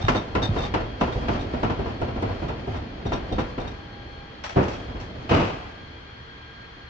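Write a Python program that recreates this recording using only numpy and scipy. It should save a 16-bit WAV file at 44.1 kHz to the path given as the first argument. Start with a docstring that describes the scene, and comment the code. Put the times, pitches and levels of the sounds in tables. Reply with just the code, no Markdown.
"""In the cargo hold of an aircraft, a loaded pallet is pushed past over floor rollers.
Fans and a turbine whine quietly behind it. The pallet rumbles along and knocks twice on each roller,
and slipping rollers chirp. Then it trips the steel rail locks and bangs twice into its place.
Most sounds are shaped noise that swells and fades; struck parts also ring with dying tones."""
import sys
import numpy as np
from scipy import signal
from scipy.fft import rfft, irfft, next_fast_len
from scipy.io import wavfile
from scipy.ndimage import uniform_filter1d

SR = 44100
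rng = np.random.default_rng(int(sys.argv[2]) if len(sys.argv) > 2 else 0)


def store_wav(level_fs):
    """Save 16-bit WAV to argv[1]."""
    pcm = np.round(np.clip(np.atleast_2d(level_fs), -1, 1) * 32767)
    wavfile.write(sys.argv[1], SR, pcm.T.astype(np.int16))


N = 303849
TIME = np.arange(N) / SR
BINS_HZ = np.maximum(np.fft.rfftfreq(next_fast_len(N), 1 / SR), 1)

# A spectrum says how strong each pitch is. A mode is a pitch at which a part likes to ring.
# A ring time is how long a sound takes to fade by 60 dB.

# how alike the left and right sides are (1 = the same): f/Hz, likeness
STEREO_LIKENESS = [(60, 1), (180, 0.89), (310, 0.8), (540, 0.27), (930, -0.25), (1600, -0.024),
                   (5000, 0.0056)]
# how much louder the left side is than the right: f/Hz, level/dB
STEREO_BALANCE = [(60, -1.0), (600, -0.6), (1100, 1.5), (2200, 3.0), (3600, 2), (6000, -1.5)]

# noise spectrum of each part: f/Hz, relative level/dB
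AIR_SPECTRUM = [(20, -3), (80, -3), (120, -1.5), (170, -4.5), (400, -10), (600, -13.5), (1000, -8),
                (1900, -9), (2800, -17), (3200, -18.5), (3900, -20), (4400, -18.5), (6500, -36.5),
                (8800, -58)]   # rushing ventilation
FLOOR_SPECTRUM = [(20, -11.5), (42, 3), (75, 2), (110, 2), (150, -8.5), (230, -16), (500, -76)]   # the deep-sounding floor
BEARING_SPECTRUM = [(80, -8.5), (250, 4), (450, -1.5), (750, -3.5), (1200, -15.5), (2500, -18.5),
                    (5000, -29), (7000, -49.5), (8800, -69.5)]   # grinding roller bearings
STEEL_SPECTRUM = [(300, -4), (800, 12.5), (1600, 3), (2800, -0.5), (3900, -5), (5500, -8), (7000, -15.5),
                  (8600, -33)]   # roller shells and lock catches
LOAD_KNOCK_SPECTRUM = [(60, -29.5), (130, -1.5), (220, 3), (330, 1), (480, -1), (690, -0.5), (950, -13),
                       (1600, -32), (4000, -89)]   # the load, knocked by a roller
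DECK_SPECTRUM = [(250, -29.5), (600, -12.5), (950, 4), (1350, -3.5), (1900, -9.5), (2800, -10.5),
                 (3800, -20), (5200, -25), (6800, -34.5), (8500, -53)]   # the aluminium deck
LOAD_CRASH_SPECTRUM = [(35, -14), (70, -1.5), (140, 0), (220, -1.5), (340, -0.5), (480, -3), (720, -6.5),
                       (1100, -10.5), (1700, -19), (2600, -26.5), (5000, -72)]   # the whole load, jolted at a stop
RAIL_SPECTRUM = [(300, -10), (700, 0.5), (1100, -0.5), (1800, -10.5), (2700, -7.5), (3400, -15),
                 (5200, -22), (7000, -32.5), (8600, -49.5)]   # the side rail

# fan hums and whines: f/Hz, width/Hz, relative level/dB
FAN_WHINES = [(70.6, 5.4, -53), (120, 10, -54), (297.3, 8.4, -63.5), (456, 9.9, -60), (2390, 7.3, -63.5),
              (3207, 190, -55), (4260, 39, -60.5), (6440, 120, -78.5)]
# tones of the fan blades: f/Hz, level/dB
BLADE_TONES = [(3268, -61), (4252, -69.5)]
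# the turbine between swells: base tone level/dB, octave level/dB
TURBINE_IDLE = [-68, -59]
# the turbine swells and fades: t/s, half length/s, base tone level/dB, octave level/dB
SWELLS = [(3.95, 0.66, -54, -60), (5.64, 0.16, -55.5, -52.5), (6.48, 0.19, -70, -51.5)]

# modes of a roller's shell: f/Hz, width/Hz, relative level/dB
SHELL_MODES = [(3606, 13, -1.5), (3700, 85, 2.5), (4497, 24, -9.5), (5670, 14, -9.5), (5860, 32, -22),
               (6570, 34, -20), (8000, 60, -29.5)]
# modes of the struck parts: f/Hz, relative level/dB, ring time/s
SMALL_STEEL_MODES = [(2740, -1.5, 0.19), (5300, -11, 0.13), (5590, -2.5, .2), (6930, -25, .12)]
PALLET_FRAME_MODES = [(56.5, -23, .8), (86.5, 0.5, 0.21), (129.2, -4, .25), (173, -16, 0.18),
                      (237, -12, 0.22), (272.7, -5, .25), (323.6, 3, 0.067), (391.7, -5, 0.21),
                      (498, -14.5, 0.74), (699, -3.5, 0.13), (774, -16, .25), (934, -8, 0.17)]
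SIDE_RAIL_MODES = [(1276, -11.5, .6), (1380, -17, .45), (1970, -5, 0.44), (2563, -15, .9), (2540, -8, 1),
                   (2744, -6.5, .6), (2937, -3.5, 0.52), (3650, -10.5, 0.39)]

# the rolling noise follows the pallet's speed and nearness: t/s, level/dB
ROLLING_LEVELS = [(0.0, -33), (0.15, -42), (0.55, -30.5), (1.02, -38), (1.25, -31.5), (2.13, -35.5),
                  (2.28, -33.5), (2.92, -39), (3.32, -35), (3.87, -45), (4.49, -47.5), (4.62, -38.5),
                  (5.51, -42), (5.82, -48), (6.39, -54.5), (6.89, -54.5)]
# a roller slips: t/s, squeal level/dB, length/s
ROLLER_SLIPS = [(0.011, -42.5, 0.06), (0.149, -35, 0.03), (0.42, -29.5, .035), (0.574, -44, 0.034),
                (0.615, -39, .03), (1.123, -45, .014), (1.392, -46, 0.023), (2.48, -49, .008),
                (2.756, -51, .008), (3.059, -40.5, 0.013), (3.128, -41, 0.014), (3.322, -39, .009),
                (3.383, -46.5, 0.028), (3.598, -45, 0.0043), (3.672, -44, .004)]
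# a bright steel snap (hard roller knocks crack early on, lock catches click later): t/s, level/dB
STEEL_SNAPS = [(0.082, -25.5), (1.003, -37), (4.437, -26.5), (4.491, -32), (4.628, -34), (4.681, -31.5),
               (4.73, -33), (5, -36), (5.315, -36)]
# a floor panel gives under the weight with a dull thump: t/s, level/dB
PANEL_THUMPS = [(0.039, -16), (0.488, -16), (2.702, -29)]
# the pallet rides onto a roller, rocks and touches again:
# t/s, level/dB, second touch against the first/dB, hardness of the first touch/dB
ROLLER_KNOCKS = [(0.082, -14, -5, 2), (0.351, -16, -7, 0.5), (0.562, -20.5, -15, 0),
                 (0.739, -17.5, -9, 2.5), (1.01, -15, -9.5, 0), (1.155, -24.5, -3, -13),
                 (1.283, -18, -6.5, -0.5), (1.535, -22, -23, -3), (1.631, -16.5, -4, -0.5),
                 (1.791, -23.5, -1, -3.5), (2.016, -20.5, -6.5, -3.5), (2.16, -25.5, -12, -2.5),
                 (2.225, -19, -7.5, -3.5), (2.421, -24, -1, -6), (2.674, -26, -1.5, -6),
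                 (3.053, -22, 3, -7.5), (3.316, -21.5, 3, -16), (3.579, -24, -7.5, -1),
                 (4.884, -36, 2.5, 1)]
# the pallet grazes the rail and rams a stop:
# t/s, head start of the graze/s, boom level/dB, crash level/dB, clang level/dB, loss per jolt/dB
STOP_HITS = [(4.565, .008, -14, -14.5, -36.5, 13), (5.31, .018, -19, -13.5, -26, 4)]


def from_db(db):
    """Turn decibels into a factor to multiply a sound by."""
    return 10 ** (np.asarray(db) / 20)


def unit_power(x):
    """Scale a signal so that its average power is 1."""
    return x / np.sqrt(np.mean(x ** 2) + 1e-20)


def over_hz(points):
    """Join a few (frequency, value) points into a curve over all frequencies."""
    hz, value = np.transpose(points)
    return np.interp(np.log(BINS_HZ), np.log(hz), value)


def drift(rate):
    """A random wobble of about 1 that heads for a new value `rate` times a second."""
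    targets = rng.standard_normal(int(N / SR * rate) + 2)
    return unit_power(np.interp(TIME * rate, np.arange(len(targets)), targets))


def stereo_noise(gain):
    """Steady left and right noise, shaped by one gain for each frequency."""
    size = next_fast_len(N)
    shared, opposed = rfft(rng.standard_normal((2, size)))
    alike = np.clip(over_hz(STEREO_LIKENESS), -.99, .99)
    sides = np.array([[1], [-1]])
    pair = np.sqrt(1 + alike) * shared + np.sqrt(1 - alike) * opposed * sides
    balance = from_db(sides * over_hz(STEREO_BALANCE) / 2)
    return unit_power(irfft(pair * gain * balance, size)[:, :N])


def smooth_noise(spectrum):
    """Noise with a smooth spectrum, like a part whose many modes blur together."""
    return stereo_noise(from_db(over_hz(spectrum)))


def peaky_noise(spectrum, spacing_hz, ripple_db):
    """Noise with random peaks in its spectrum, like metal whose many modes stand out."""
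    peaks = rng.standard_normal(SR // 10)
    ripple = np.interp(BINS_HZ / spacing_hz, np.arange(len(peaks)), peaks)
    return stereo_noise(from_db(over_hz(spectrum) + ripple_db * ripple))


def singing_noise(modes):
    """Noise squeezed into a few narrow bands, so that it has clear pitches."""
    power = sum(from_db(db) ** 2 / width / (1 + ((BINS_HZ - hz) / width) ** 2) ** 2
                for hz, width, db in modes)
    return stereo_noise(np.sqrt(power))


def steadied(x, samples):
    """Even out the loudness of noise, so that each event alone sets its strength."""
    power = uniform_filter1d(uniform_filter1d(np.mean(x ** 2, axis=0), samples), samples)
    return x / np.sqrt(np.abs(power) + 1e-12)


def tone(hz, db, sway_rad=0.85, flutter_db=2.0):
    """A tone that wavers as it reaches each side by its own shifting paths."""
    phase = 2 * np.pi * np.cumsum(hz * np.ones(N)) / SR
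    pair = [from_db(db + flutter_db * drift(20)) * np.sin(phase + sway_rad * drift(11)) for _ in range(2)]
    return np.sqrt(2) * np.array(pair)


def blows(times, levels_db, ring_s, rise_s, echo_db, echo_s=0.93):
    """Loudness curve of a struck part: each blow builds up, dies away and echoes in the hold."""
    age = TIME[:SR]
    direct = from_db(-60 * age / ring_s)
    echo = from_db(echo_db - 60 * age / echo_s)
    one_blow = (1 - np.exp(-age / rise_s)) ** 2 * (direct ** 2 + echo ** 2)
    power = np.zeros(N + SR)
    for s, db in zip(times, levels_db):
        start = max(int(s * SR), 0)
        power[start:start + SR] += from_db(db) ** 2 * one_blow
    return np.sqrt(power[:N])


def ringing(times, levels_db, modes, scatter_db):
    """Each blow starts a dying tone in every mode, with a random strength and sign."""
    sound, age = np.zeros((2, N + 2 * SR)), TIME[:2 * SR]
    for hz, mode_db, ring_s in modes:
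        alike = np.clip(np.interp(hz, *np.transpose(STEREO_LIKENESS)), -1, 1)
        phase_gap = np.arccos(alike) * rng.choice([-1, 1])   # high modes reach the two sides out of step
        phase = 2 * np.pi * hz * age + phase_gap * np.array([[.5], [-.5]])
        ring = from_db(-60 * age / ring_s) * np.sin(phase)
        for s, db, (chance, flip) in zip(times, levels_db, rng.standard_normal((len(times), 2))):
            start = max(int(s * SR), 0)
            strength = np.sign(flip) * from_db(db + mode_db + scatter_db * chance)
            sound[:, start:start + len(age)] += strength * ring
    return sound[:, :N]


def ventilation(air_db=-45.5, whine_db=-48.0):
    """Air rushes steadily while the fans hum and whine."""
    return from_db(air_db) * smooth_noise(AIR_SPECTRUM) + from_db(whine_db) * singing_noise(FAN_WHINES)


def turbine(base_hz=807, wander_hz=1.5):
    """A turbine sings a tone and the octave above it; both swell and fade."""
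    pitch_hz = base_hz + wander_hz * drift(25)
    power = from_db(TURBINE_IDLE)[:, None] ** 2
    for s, half_s, *peaks_db in SWELLS:
        swell = np.exp(-((TIME - s) / half_s) ** 2)
        power = power + np.outer(from_db(peaks_db) ** 2, swell)
    base_db, octave_db = 10 * np.log10(power)
    return tone(pitch_hz, base_db) + tone(2 * pitch_hz, octave_db)


def fan_blades(swell_db=4.0):
    """Spinning blades make thin, high tones that slowly grow louder and softer."""
    return sum(tone(hz, db + swell_db * drift(2.5)) for hz, db in BLADE_TONES)


def rolling(lull_s=0.07, lull_db=1.5, lumpy_db=0.46, grit_db=1.5, scuff_db=-16.0, scuff_swing_db=4.0):
    """The pallet's uneven underside drums on the floor, grinds the bearings and scuffs the rollers."""
    # the sound eases while the pallet's edge spans the gap before each roller
    lulls = sum(np.exp(-((TIME - s + lull_s / 2) / lull_s) ** 2) for s, *_ in ROLLER_KNOCKS)
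    level_db = np.interp(TIME, *np.transpose(ROLLING_LEVELS)) - lull_db * lulls + lumpy_db * drift(35)
    rumble = smooth_noise(FLOOR_SPECTRUM) * from_db(level_db)
    scuffs = peaky_noise(STEEL_SPECTRUM, spacing_hz=70.25, ripple_db=4.5)
    scuffs *= from_db(level_db + scuff_db + scuff_swing_db * drift(18))
    grinding = smooth_noise(BEARING_SPECTRUM) * from_db(level_db + grit_db * drift(300))
    return rumble + scuffs + grinding


def roller_chirps(usual_db=-45.5, scrape_db=-39, rise_s=0.0022, fade_s=0.022, rough_db=2.5):
    """A slipping roller's shell squeals over a dry scrape, then rings out."""
    scrape, squeal = np.zeros((2, N))
    age = TIME[:SR // 4]
    for s, db, length_s in ROLLER_SLIPS:
        start = int(s * SR)
        span = slice(start, start + len(age))
        slip = (1 - np.exp(-age / rise_s)) * np.exp(-np.maximum(age - length_s, 0) / fade_s)
        scrape[span] += from_db(scrape_db + 0.31 * (db - usual_db)) * slip   # grows less than the squeal
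        squeal[span] += from_db(db - 0.5) * slip
    shell = steadied(singing_noise(SHELL_MODES), samples=400)
    grit = peaky_noise(STEEL_SPECTRUM, spacing_hz=69.0, ripple_db=4.0)
    roughness = from_db(rough_db * drift(250))   # the contact sticks and slips unevenly
    return (squeal * shell + scrape * grit) * roughness


def steel_snaps(ring_db=-15.0, rattle_db=2.0, low_cut_hz=900):
    """Struck steel snaps brightly and rings: hard roller knocks early on, lock catches later."""
    s, db = np.transpose(STEEL_SNAPS)
    snaps = blows(s, db + 0.5, ring_s=0.24, rise_s=0.0019, echo_db=-13)
    steel = peaky_noise(STEEL_SPECTRUM, spacing_hz=71.2, ripple_db=3.0)
    low_cut = signal.butter(1, low_cut_hz, "high", fs=SR, output="sos")   # small parts do not ring low
    rattle = signal.sosfilt(low_cut, steel) * snaps * from_db(rattle_db * drift(460))
    return rattle + ringing(s, db + ring_db, SMALL_STEEL_MODES, scatter_db=1.0)


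def touches(rock_s=0.066):
    """The pallet meets each roller, rocks and touches again: t/s, level/dB, hardness/dB."""
    for s, db, second_db, hardness_db in ROLLER_KNOCKS:
        yield s, db, hardness_db
        yield s + rock_s, db + second_db, 0


def roller_knocks(usual_db=-21.5, load_db=-2.0, frame_db=-11.0, chatter_db=0.5):
    """Each touch shakes the floor, load, deck and frame; the contact chatters as it settles."""
    s, db, hardness_db = np.transpose(list(touches()))
    force_db = db - usual_db
    thud_db = -25 + 0.45 * force_db - 0.25 * hardness_db   # a soft touch goes more into the floor
    clang_db = -30 + 1.01 * force_db + hardness_db   # a harder knock is brighter
    crack_db = -36 + 2.7 * force_db + hardness_db   # only the hardest knocks crack
    thuds = blows(s, thud_db, ring_s=0.296, rise_s=0.0056, echo_db=-24.5)
    clangs = blows(s, clang_db, ring_s=0.304, rise_s=0.0017, echo_db=-14.5)
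    cracks = blows(s, crack_db, ring_s=0.093, rise_s=0.0008, echo_db=-30.5)
    thumps = blows(*np.transpose(PANEL_THUMPS), ring_s=0.2, rise_s=0.0037, echo_db=-25)
    chatter = from_db(chatter_db * drift(260))
    floor = steadied(smooth_noise(FLOOR_SPECTRUM), samples=900) * np.hypot(thuds, thumps)
    load = steadied(peaky_noise(LOAD_KNOCK_SPECTRUM, spacing_hz=27.35, ripple_db=2.0), samples=500)
    load *= blows(s, db + load_db, ring_s=0.26, rise_s=0.0035, echo_db=-19)
    deck = steadied(peaky_noise(DECK_SPECTRUM, spacing_hz=45.18, ripple_db=2.0), samples=300)
    deck *= np.hypot(clangs, cracks)
    # a small roller sets only the frame's higher modes ringing
    high_modes = [mode for mode in PALLET_FRAME_MODES if mode[0] > 200]
    frame = ringing(s, db + frame_db, high_modes, scatter_db=4.0)
    return floor + frame + (load + deck) * chatter


def jolts(graze_db=-21.5, flex_db=-13.5, later_boom_db=-5.5, gap_s=0.031, count=4):
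    """The small steps that make up each bang: t/s, boom level/dB, crash level/dB, clang level/dB."""
    for s, ahead_s, boom, crash, clang, loss in STOP_HITS:
        yield s - ahead_s, boom + graze_db, crash + graze_db, clang   # the pallet grazes the rail
        # its frame starts to flex against the stop
        yield s - 0.55 * ahead_s, boom + flex_db, crash + 2 * flex_db, clang + 2 * flex_db
        for k in range(count):   # the full blow, then ever weaker jolts of the load against its nets
            drop = k * loss
            yield s + k * gap_s, boom - drop + later_boom_db * (k > 0), crash - drop, clang - drop / 2


def stop_bangs(shudder_db=-15.5, ring_db=-9.0, chatter_db=1.0, contact_hz=900):
    """Tonnes of load halt at once: the frame booms, cargo crashes, the rail rings, the floor shudders."""
    s, boom_db, crash_db, clang_db = np.transpose(list(jolts()))
    soft_contact = signal.butter(2, contact_hz, fs=SR, output="sos")   # a broad, soft hit dulls the boom
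    frame = signal.sosfilt(soft_contact, ringing(s, boom_db, PALLET_FRAME_MODES, scatter_db=4.0))
    cargo = steadied(smooth_noise(LOAD_CRASH_SPECTRUM), samples=400)
    cargo *= blows(s, crash_db, ring_s=0.46, rise_s=0.0055, echo_db=-18)
    rail = steadied(smooth_noise(RAIL_SPECTRUM), samples=300)
    rail *= blows(s, clang_db, ring_s=0.49, rise_s=0.0029, echo_db=-2.5)
    floor = steadied(smooth_noise(FLOOR_SPECTRUM), samples=900)
    floor *= blows(s, boom_db + shudder_db, ring_s=1, rise_s=0.006, echo_db=-21)
    chatter = from_db(chatter_db * drift(220))
    rail_ring = ringing(s, clang_db + ring_db, SIDE_RAIL_MODES, scatter_db=2.0)
    return floor + frame + (cargo + rail) * chatter + rail_ring


def scene():
    """The moving pallet over the steady sound of the aircraft."""
    pallet = roller_knocks() + rolling() + roller_chirps() + steel_snaps() + stop_bangs()
    return pallet + ventilation() + turbine() + fan_blades()


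def record(dry):
    """Cut the deepest bass, below 20 Hz, and the highest treble, above 8950 Hz."""
    bass_cut = signal.butter(2, 20, "high", fs=SR, output="sos")
    treble_cut = signal.ellip(10, .2, 80, 8950, fs=SR, output="sos")
    return signal.sosfilt(treble_cut, signal.sosfilt(bass_cut, dry))


dry = scene()
out = record(dry)
store_wav(out)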